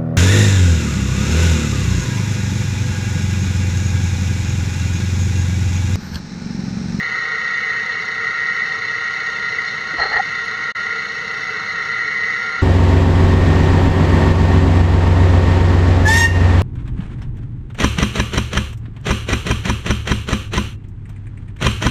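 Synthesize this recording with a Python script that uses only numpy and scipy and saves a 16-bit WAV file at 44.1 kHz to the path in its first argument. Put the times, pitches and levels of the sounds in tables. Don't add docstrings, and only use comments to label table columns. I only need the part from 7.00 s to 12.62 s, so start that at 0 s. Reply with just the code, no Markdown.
import sys
import numpy as np
from scipy import signal
from scipy.fft import rfft, irfft, next_fast_len
from scipy.io import wavfile
from scipy.ndimage import uniform_filter1d

SR = 44100
rng = np.random.default_rng(int(sys.argv[2]) if len(sys.argv) > 2 else 0)


def master(y):
    cut = np.clip(np.atleast_2d(y).T, -1, 1)
    pcm = np.round(cut * 32767)
    wavfile.write(sys.argv[1], SR, pcm.astype(np.int16))


N = 247827
TIME = np.arange(N) / SR
FFT_SIZE = next_fast_len(N + SR // 10, real=True)
FREQS = np.maximum(np.arange(FFT_SIZE // 2 + 1) * SR / FFT_SIZE, 1)
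SPINDLE_HZ = 31.3

# time in seconds, dB about the usual.
EFFORT = [(0, 0.2), (0.45, 0.4), (0.68, 2.0), (1.15, -0.4), (1.6, 2.0), (1.7, 0.2), (2.42, -0.3),
          (2.6, 1.9), (2.72, -2.9), (3.3, -1.3), (4.0, -0.1), (4.15, -2.5), (4.4, -2.5), (4.7, -0.3),
          (5.2, 2.5), (5.62, -0.4)]


def undb(db):
    return 10 ** (np.asarray(db) / 20)


def level(x, db):
    return x * undb(db) / np.sqrt(np.mean(x ** 2))


def walk(rate_hz):
    step = max(int(SR / rate_hz), 2)
    held = np.repeat(rng.standard_normal(N // step + 2), step)
    return level(uniform_filter1d(uniform_filter1d(held, step), step)[:N], 0)


def curve(points):
    return np.interp(TIME, *np.transpose(points))


def hold(start_s, length_s, edge_s):
    return np.clip(np.minimum(TIME - start_s, start_s + length_s - TIME) / edge_s + .5, 0, 1)


def bell(at_s, spread_s):
    return np.exp(-((TIME - at_s) / spread_s) ** 2 / 2)


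def colour(x, gain):
    return irfft(rfft(x, FFT_SIZE) * gain, FFT_SIZE)[:N]


def resonances(modes):
    peaks = (undb(db) / (1 + (2 * (FREQS - hz) / width) ** 2) for hz, width, db in modes)
    return np.sqrt(sum(peak ** 2 for peak in peaks))


def noise_band(hz, width_hz, db):
    return level(colour(rng.standard_normal(N), resonances([(hz, width_hz, 0)])), db)


def enclosure(x, echo, flutter_hz=155.8, dull_hz=8000):
    bounce = echo / (1 + (FREQS / dull_hz) ** 6)
    return colour(x, 1 / (1 - bounce * np.exp(-2j * np.pi * FREQS / flutter_hz)))


def shear(throb, sharpness, flicker_db):
    bite = np.exp(sharpness * (np.cos(2 * np.pi * SPINDLE_HZ * TIME) - 1))
    return rng.standard_normal(N) * (1 + throb * bite) * undb(flicker_db * walk(28))


def cutting():
    # centre in Hz, width in Hz, relative level in dB.
    work_modes = [(1678, 130, -13), (1870, 95, -5), (1959, 80, 1), (2069, 116, -2.5), (2195, 55, -8.5)]
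    holder_modes = [(1210, 76, -16), (1329, 89, 1), (1468, 116, -3.5)]
    chip_modes = [(2653, 59, -0.5), (2870, 390, -1), (3580, 55, -2), (3730, 340, -4.5), (4057, 56, -1.5),
                  (4212, 83, 0), (4166, 600, -3), (4764, 340, -11), (5524, 45.5, 3), (5694, 220, -10.5),
                  (6280, 350, -12), (6560, 330, -11), (8000, 36, -22.5), (8430, 900, -35.5),
                  (11000, 1400, -39), (11580, 220, -39)]
    # frequency in Hz, relative level in dB.
    chip_hiss = [(30, -18), (70, -2), (300, -14.5), (1100, -5), (2450, -20), (4400, -10.5), (5200, -22),
                 (6700, -18), (7150, -31.5), (9500, -44), (15000, -49.5)]
    # time in seconds, dB about the usual.
    holder_ring = [(0, -.5), (.3, 1.9), (.75, -.7), (1.5, 0), (1.8, -1), (2.2, .5), (3.95, .4),
                   (4.17, -2.8), (4.52, 2.8), (4.9, 1.5), (5.15, -1.8), (5.62, 1)]
    hiss_hz, hiss_db = np.transpose(chip_hiss)
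    smooth_gain = undb(np.interp(np.log(FREQS), np.log(hiss_hz), hiss_db))
    face_gain = np.hypot(resonances(chip_modes), smooth_gain)
    work = colour(shear(throb=.18, sharpness=2.2, flicker_db=.26), resonances(work_modes))
    holder = colour(shear(throb=.15, sharpness=2, flicker_db=1), resonances(holder_modes))
    hiss = colour(shear(throb=.59, sharpness=4.7, flicker_db=.5), face_gain)
    return (level(enclosure(work, echo=.4), db=-25.6) * undb(curve(EFFORT))
            + level(enclosure(holder, echo=.44), db=-32.2) * undb(curve(holder_ring))
            + level(enclosure(hiss, echo=.45), db=-35.3))


def chatter(hz, waver_hz, flicker_db, runout_rad):
    phase = 2 * np.pi * np.cumsum(hz + waver_hz * walk(45)) / SR
    phase += runout_rad * np.sin(2 * np.pi * SPINDLE_HZ * TIME)
    return level(np.sin(phase) * undb(flicker_db * walk(24)), 0)


def flares(rows, idle_db):
    idle = undb(idle_db)
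    return idle + sum((undb(db) - idle) * hold(start, length, edge_s=.18) for start, length, db in rows)


def whine():
    # start in seconds, length in seconds, level in dB.
    low_flares = [(.22, .34, -35), (1.2, .42, -32.7), (1.98, .64, -31.3), (3.25, .35, -31.7),
                  (3.6, .41, -28.3), (4.8, .28, -30.3), (5.38, .35, -29.5)]
    high_flares = [(0, .25, -27.5), (.52, .4, -28.5), (1.22, .45, -27.8), (2.42, .23, -30), (3.2, .35, -32),
                   (4.4, .35, -29), (4.9, .58, -26.3)]
    rise_hz_per_s, fade_db_per_s = 2.0, .5
    sag_hz, growth_db = 2.5, 1.2
    effort = curve(EFFORT)
    main_hz = 1886 + rise_hz_per_s * TIME - sag_hz * effort
    main_db = -25.9 - fade_db_per_s * TIME + growth_db * effort
    low = chatter(hz=1399, waver_hz=4.2, flicker_db=1.3, runout_rad=.23)
    main = chatter(main_hz, waver_hz=4.5, flicker_db=1.7, runout_rad=.39)
    high = chatter(hz=2019, waver_hz=4.55, flicker_db=1.5, runout_rad=.25)
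    return (low * flares(low_flares, idle_db=-40)
            + main * undb(main_db)
            + high * flares(high_flares, idle_db=-34.5))


def machine():
    # centre in Hz, width in Hz, relative level in dB.
    frame_modes = [(106, 50, -0.5), (155, 72, -5), (208, 55.5, 0.5), (299.4, 40, -9), (434, 70.5, 2.5),
                   (513, 54, -2), (750.6, 76, -3.5), (954.4, 50, -3.5), (1096, 99, -2)]
    drive = rng.standard_normal(N) * undb(.61 * walk(12))
    rumble = enclosure(colour(drive, resonances(frame_modes)), echo=.32)
    drone = hold(start_s=3.86, length_s=.38, edge_s=.06) * noise_band(hz=452, width_hz=40, db=-42)
    return level(rumble, db=-38.6) + drone


def bump():
    return bell(at_s=2.942, spread_s=.011) * noise_band(hz=340, width_hz=320, db=-32)


def swarf_rubs(rough_db=2.5):
    # centre in Hz, width in Hz, relative level in dB.
    scrape_modes = [(70, 70, -8), (448, 110, -2.5), (732, 156, 1.5), (860, 150, -1), (1136, 200, -5.5),
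                    (1336, 144, 3), (2930, 900, -20), (4600, 310, -19.5)]
    ring_modes = [(1667, 58, -7), (1790, 72, -7), (1897, 100, 1.5), (2000, 130, -5.5)]
    squeal_modes = [(4150, 60, -3), (4270, 110, -3)]
    # start and length in seconds, then scrape, ring and squeal in dB.
    contacts = [(2.984, .024, -21.5, -23, -36), (3.008, .04, -24.5, -21.5, -29),
                (3.052, .024, -23.5, -23.5, -32), (3.078, .03, -35, -40, -32), (3.111, .018, -24, -27, -28),
                (3.129, .009, -24, -16, -25), (3.138, .054, -24, -18.5, -36)]
    friction = rng.standard_normal(N) * undb(rough_db * walk(170))
    scrape = colour(friction, resonances(scrape_modes))
    ring = colour(friction, resonances(ring_modes))
    squeal = colour(friction, resonances(squeal_modes))
    rubs = np.zeros(N)
    for start, length, scrape_db, ring_db, squeal_db in contacts:
        rub = level(scrape, scrape_db) + level(ring, ring_db) + level(squeal, squeal_db)
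        rubs += hold(start, length, edge_s=.0063) * rub
    return rubs


def swarf_sizzle(torn_s=3.1, rise_s=.4, hz=10500, width_hz=2700, rough_db=3):
    friction = rng.standard_normal(N) * undb(rough_db * walk(300))
    sizzle = level(colour(friction, resonances([(hz, width_hz, 0)])), db=-74)
    return sizzle * np.clip((TIME - torn_s) / rise_s, 0, 1)


def swarf_snag():
    # time in seconds, pitch in Hz, rms level at the crest in dB.
    jolts = [(3.201, 780, -12.5), (3.202, 1385, -22), (3.204, 1900, -16)]
    return sum(np.sqrt(2) * undb(db) * bell(at_s, spread_s=.0045) * np.sin(2 * np.pi * hz * TIME)
               for at_s, hz, db in jolts)


def chip_tick():
    return bell(at_s=3.458, spread_s=.005) * noise_band(hz=10500, width_hz=1100, db=-56)


def scene():
    turning = cutting() + whine() + machine()
    swarf = swarf_rubs() + swarf_sizzle() + swarf_snag()
    return (turning + swarf + bump() + chip_tick())[None]


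def record(dry):
    start_s, end_s, fade_s, floor_db = 3.724, 3.748, .0078, -41
    top_hz = 15700
    dropout = np.clip(np.maximum(start_s - TIME, TIME - end_s) / fade_s, undb(floor_db), 1)
    lowpass = signal.ellip(8, .2, 70, top_hz, fs=SR, output="sos")
    return signal.sosfilt(lowpass, dry * dropout)


dry = scene()
out = record(dry)
master(out)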